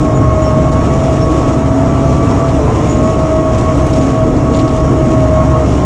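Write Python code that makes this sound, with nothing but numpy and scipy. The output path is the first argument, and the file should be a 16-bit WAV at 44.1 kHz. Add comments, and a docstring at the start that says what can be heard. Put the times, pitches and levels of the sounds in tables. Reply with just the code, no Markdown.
"""Bulldozer pushing snow

A diesel bulldozer heard from the open cab through a small housed microphone. Sines at multiples of the
firing rate and puffing noise make the engine; two gear meshes whine as sines and sag as the blade bites.
Shaped noise rumbles as the frame and rattles as the tracks; wavering tones squeak, noise bursts clank.
The housing dulls the top and a limiter pulls the peaks down."""
import sys
import numpy as np
from scipy import signal
from scipy.fft import rfft, irfft, next_fast_len
from scipy.io import wavfile
from scipy.ndimage import uniform_filter1d, minimum_filter1d, map_coordinates

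SR = 44100
rng = np.random.default_rng(int(sys.argv[2]) if len(sys.argv) > 2 else 0)


def gain_from_db(level_db):
    """Convert decibel levels to linear amplitude factors (20 dB per decade)."""
    decades = np.asarray(level_db, float) / 20
    return 10 ** decades


def store_pcm(level_fs):
    """Save levels as 16-bit WAV."""
    pcm = np.round(np.clip(level_fs, -1, 1) * 32767).astype(np.int16)
    wavfile.write(sys.argv[1], SR, np.atleast_2d(pcm).T)


N = 257984


def unit(x):
    """Scaled to rms 1."""
    return x / np.sqrt(np.mean(x ** 2) + 1e-20)


def curves(rows):
    """One value per sample for each column after the time."""
    time_s, *columns = np.transpose(rows)
    return [np.interp(np.arange(N) / SR, time_s, column) for column in columns]


def wobble(knots_per_s):
    """A smooth random curve through normal draws."""
    knots = rng.standard_normal(int(N * knots_per_s / SR) + 4)
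    return map_coordinates(knots, [np.arange(N) * knots_per_s / SR])


def coloured(x, spectrum):
    """x through (Hz, dB) points read on a log frequency axis."""
    size = next_fast_len(N + 8192)
    hz, db = np.transpose(spectrum)
    log_hz = np.log(np.fft.rfftfreq(size, 1 / SR) + 1)
    gain = gain_from_db(np.interp(log_hz, np.log(hz + 1), db, -120, -120))
    return irfft(rfft(x, size) * gain, size)[..., :N]


def patchy(spectrum, depth_db, window):
    """Coloured noise of rms 1 whose loudness wanders separately at each pitch; window in samples."""
    z = signal.stft(rng.standard_normal(N + window), nperseg=window)[2]
    field = uniform_filter1d(rng.standard_normal(z.shape), size=2, axis=0)
    field = uniform_filter1d(field, size=4, axis=1)
    noise = signal.istft(z * gain_from_db(depth_db * unit(field)), nperseg=window)[1][:N]
    return unit(coloured(noise, spectrum))


def tone(turns, rms_db, shake_rad):
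    """A sine of given rms level whose phase shakes a little."""
    phase = 2 * np.pi * (turns + rng.random()) + shake_rad * wobble(25)
    return np.sqrt(2) * gain_from_db(rms_db) * np.sin(phase)


def frame():
    """Tracks rolling over frozen ground shake the chassis and the canopy panels."""
    # noise spectra: hz, relative_db
    deep = [(4, -30.5), (15, -19), (30, -9), (50, -5), (90, -2), (125, 1.5), (165, -5), (200, -12),
            (260, -42.5)]
    panels = [(150, -42.5), (200, -9.5), (235, -2), (270, -5), (310, 1), (350, -8), (450, -9), (560, -12),
              (800, -50)]
    deep_level = gain_from_db(-14 + .8 * wobble(8.8))
    panel_level = gain_from_db(-16.5 + 0.94 * wobble(8))
    rumble = deep_level * patchy(deep, depth_db=1.0, window=4096)
    return rumble + panel_level * patchy(panels, depth_db=2.0, window=4096)


def clanks():
    """Track shoes knock: short gritty scrapes, nearly two octaves wide, rise fast and die."""
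    # time_s, level_db, centre_hz, time_to_fall_12_db_s
    knocks = [(0.72, -41, 5000, .05), (1.316, -41, 5000, .028), (2.229, -42, 2798, .027),
              (2.487, -37, 2980, .025), (3.19, -41, 4000, 0.023), (3.586, -34.5, 5500, 0.017),
              (3.777, -36, 8500, 0.0087), (3.867, -34.5, 8000, 0.013), (3.905, -36, 8500, .008),
              (3.934, -30.5, 4730, 0.0094), (3.965, -35, 6000, .008), (3.985, -38, 6500, .01),
              (4.012, -38, 3500, 0.017), (4.538, -35, 3300, .012), (4.55, -33, 2800, .018),
              (4.565, -34, 5000, 0.02), (4.592, -31, 3500, .021), (4.68, -36.5, 4520, .016)]
    faint_count, faint_db = 12, -44
    # weaker knocks at chance moments, the brighter the shorter
    faint = [(0.0079 + when * N / SR, faint_db + 3 * hard, 3000 * 2.7 ** bright, 0.0087 + 0.013 * (1 - bright))
             for when, hard, bright in rng.random((faint_count, 3))]
    out, t = np.zeros(N + SR), np.arange(SR // 8) / SR
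    for time_s, db, hz, fall_s in knocks + faint:
        band_hz = [hz / 2.4, min(hz * 1.53, 20000)]
        band = signal.butter(2, band_hz, "bandpass", fs=SR, output="sos")
        grit = rng.standard_normal(len(t)) * (rng.random(len(t)) < .12)
        burst = unit(signal.sosfilt(band, grit))
        envelope = gain_from_db(db + 6.5 - 12 * t / fall_s) * (1 - np.exp(-t / .003))
        out[round((time_s - .005) * SR):][:len(t)] += envelope * burst
    return out[:N]


def squeals(rows, waver_rad, octave_db):
    """Stick-slip at a metal resonance: a swelling, wavering tone with a weak octave."""
    out = np.zeros(N + SR)
    for peak_s, db, hz, length_s in rows:
        swell = np.hanning(round(length_s * SR)) ** .6
        # the phase walks at random, waver_rad a sample
        walk = np.cumsum(rng.standard_normal(SR // 2)[:len(swell)])
        phase = 2 * np.pi * hz * np.arange(len(swell)) / SR + waver_rad * walk
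        voice = np.sin(phase) + gain_from_db(octave_db) * np.sin(2 * phase)
        out[round((peak_s - length_s / 2) * SR):][:len(swell)] += gain_from_db(db + 2.5) * swell * voice
    return out[:N]


def pins_and_groan():
    """Dry track pins squeak by stick-slip; the frame groans lower as the blade bites."""
    # peak_s, level_db, pitch_hz, length_s
    squeaks = [(.168, -34.5, 6930, .055), (.43, -36, 6834, .04), (.468, -35, 5480, .075),
               (1.229, -35, 5460, .065), (2.908, -32.5, 6830, .076), (2.947, -34, 6880, .02),
               (2.987, -34.5, 7070, .018), (3.065, -39.5, 6820, .065), (3.94, -36, 5420, .02),
               (3.988, -35.5, 5484, .02), (4.014, -40.5, 6900, .067), (4.564, -38.5, 7040, .054)]
    groan = [(2.66, -18, 431.5, .2)]
    return squeals(squeaks, waver_rad=.055, octave_db=-18) + squeals(groan, waver_rad=.015, octave_db=-17.5)


def tracks():
    """Small metal contacts in uneven bursts over a hiss of briefly ringing links."""
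    # metal spectrum: hz, relative_db
    metal = [(940, -28.5), (1600, -6), (2810, -4), (4360, -14), (4830, -14.5), (5610, -6.5), (6100, -10),
             (6700, -6.5), (7400, -11), (9130, -19), (11500, -23.5), (15000, -24.5)]
    # how hard the track chain rattles: time_s, rms_db
    rattle = [(0, -37), (1.4, -35), (1.9, -35.5), (2.9, -34.5), (3.4, -37), (3.8, -33.5), (4.2, -36.5),
              (4.65, -35), (5.1, -37), (5.85, -34.5)]
    ticks = rng.standard_normal(N) * (rng.random(N) < .08)
    bursts = gain_from_db(4.6 * np.tanh(wobble(9)) + 3.7 * np.tanh(wobble(35)))
    contacts = unit(coloured(bursts * ticks, metal))
    hiss = patchy(metal, depth_db=3.0, window=1024)
    return gain_from_db(curves(rattle)[0]) * unit(hiss + 0.72 * contacts)


def gears():
    """Two meshes on the drive shaft; uneven teeth make them flutter and the shaft speed shivers."""
    # drive shaft speed as the upper mesh's pitch: time_s, pitch_hz
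    shaft = [(0, 1100), (.3, 1088), (.5, 1089), (.7, 1105), (.95, 1121), (1.15, 1110), (1.5, 1112),
             (1.9, 1146), (2.47, 1151), (2.58, 1085), (2.72, 1000), (2.82, 1052), (3.1, 1105), (3.9, 1102),
             (4.1, 1114), (4.3, 1105), (4.5, 1116), (4.7, 1103), (5.0, 1102), (5.5, 1088), (5.75, 1074),
             (5.85, 1056)]
    # how loud the meshes sing: time_s, upper_db, lower_db
    singing = [(0, -28, -26), (.3, -24.5, -18.5), (.58, -26.5, -19), (.75, -25, -24.5), (1.1, -32, -20),
               (1.3, -27.5, -26), (1.65, -34, -22), (2.0, -29, -23), (2.45, -30, -23.5), (2.62, -33, -25),
               (2.75, -30, -31), (2.9, -26.5, -27), (3.0, -29, -19), (3.4, -27.5, -19.5),
               (4.05, -30, -24.5), (4.3, -34, -20.5), (4.5, -30, -27), (4.65, -25, -19.5),
               (4.85, -32.5, -22.5), (5.15, -27, -18.5), (5.5, -26, -18), (5.85, -31, -26)]
    # partials of each mesh: multiple_of_mesh, relative_db
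    upper_partials = [(.8, -16), (1, 1), (1.45, -26), (2, -19.5)]
    lower_partials = [(1, 1), (2, -15.5), (3, -29)]
    low_mesh = .577  # tooth ratio of lower to upper mesh
    bite_s, bite_length_s = 2.66, .14  # the drive slackens and the pitch jitters round this moment

    def flutter_db(slow, fast):
        """Uneven teeth: slow bounded level swings plus fast free ones."""
        return slow * np.tanh(wobble(14)) + fast * wobble(25)

    hz, = curves(shaft)
    upper_db, lower_db = curves(singing)
    slack = np.exp(-((np.arange(N) / SR - bite_s) / bite_length_s) ** 4)
    shiver = 1 + .003 * wobble(12) + .026 * slack * wobble(60)
    turns = np.cumsum(hz * shiver) / SR
    upper = sum(tone(k * turns, upper_db + db + flutter_db(3.4, 2.34), shake_rad=0.47)
                for k, db in upper_partials)
    lower = sum(tone(k * low_mesh * turns, lower_db + db + flutter_db(2.8, 1.8), shake_rad=0.36)
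                for k, db in lower_partials)
    return upper + lower


def engine():
    """Firing tone, octave, fan and crank orders on one shaft; the exhaust roar puffs once a firing."""
    # crank speed and exhaust tones: time_s, firing_rate_hz, firing_db, octave_db
    firing = [(0, 68.45, -25, -26), (.3, 67.97, -17, -21.5), (.8, 68.55, -21.5, -18),
              (1.4, 68.95, -20, -25), (2.1, 69.1, -19.5, -17.5), (2.9, 68.0, -19, -29.5),
              (3.6, 68.0, -18.5, -21), (4.4, 68.27, -22, -20), (5.0, 68.81, -17, -24),
              (5.85, 68.83, -16.5, -23.5)]
    # fan tone: time_s, level_db
    fan_level = [(0, -23), (1.2, -22), (1.7, -16.5), (2.4, -23), (3.1, -27.5), (4.1, -21), (4.7, -19.5),
                 (5.85, -23.5)]
    # weaker crank orders: multiple_of_firing, level_db
    crank = [(.333, -53), (1.667, -27), (2.47, -27.5), (3.333, -29.5), (4.17, -33.5), (5, -31.5),
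             (5.52, -35.5), (6.46, -34.5), (6.81, -36.5)]
    # exhaust noise spectrum: hz, relative_db
    roar_spectrum = [(400, -49), (560, -2.5), (680, 2), (800, -5.5), (1050, -7), (1320, -9), (1450, -17.5),
                     (1750, -20.5), (2300, -25.5), (3000, -52)]
    waver_db = 2  # bound of the firing tone's waver; the octave wavers twice as far
    fan_order = 3.92  # fan blades passing, per firing

    hz, fire_db, octave_db = curves(firing)
    fan_db, = curves(fan_level)
    turns = np.cumsum(hz) / SR
    tones = tone(turns, fire_db + waver_db * np.tanh(wobble(5)), shake_rad=0.17)
    tones += tone(2 * turns, octave_db + 2 * waver_db * np.tanh(wobble(7)), shake_rad=0.34)
    tones += tone(fan_order * turns, fan_db + 3 * wobble(9), shake_rad=0.7)
    tones += sum(tone(k * turns, db + 2.2 * wobble(3.08), shake_rad=.3) for k, db in crank)
    puffs = 1 + 0.11 * np.cos(2 * np.pi * turns)
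    roar = unit(coloured(puffs * rng.standard_normal(N), roar_spectrum))
    return tones + gain_from_db(-22 + 0.94 * wobble(7)) * roar


def scene():
    """Everything reaches the one microphone in the cab."""
    return (frame() + clanks() + pins_and_groan() + tracks() + gears() + engine())[None]


def housing(x):
    """The microphone housing dulls the top octave."""
    # response: hz, gain_db
    response = [(1, -1.5), (8000, 1.5), (10000, -2.5), (12000, -13), (15200, -19.5), (22000, -60)]
    return coloured(x, response)


def limiter(x):
    """A fast gain, smoothed round each peak, pulls it down; the rest clips softly."""
    need = np.minimum(1, 1.04 / (np.abs(x) + 1e-9))
    gain = uniform_filter1d(minimum_filter1d(need, size=600), size=500)  # samples
    held = x * gain
    return held / (1 + np.abs(held / 1.18) ** 5) ** (1 / 5)


def roll_off(x):
    """The treble ends steeply here."""
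    return signal.sosfilt(signal.butter(12, 15140, fs=SR, output="sos"), x)


def record(dry):
    """The housed microphone hears the scene, then the limiter holds its peaks."""
    mix = limiter(housing(dry))
    return roll_off(mix)


dry = scene()
out = record(dry)
store_pcm(out)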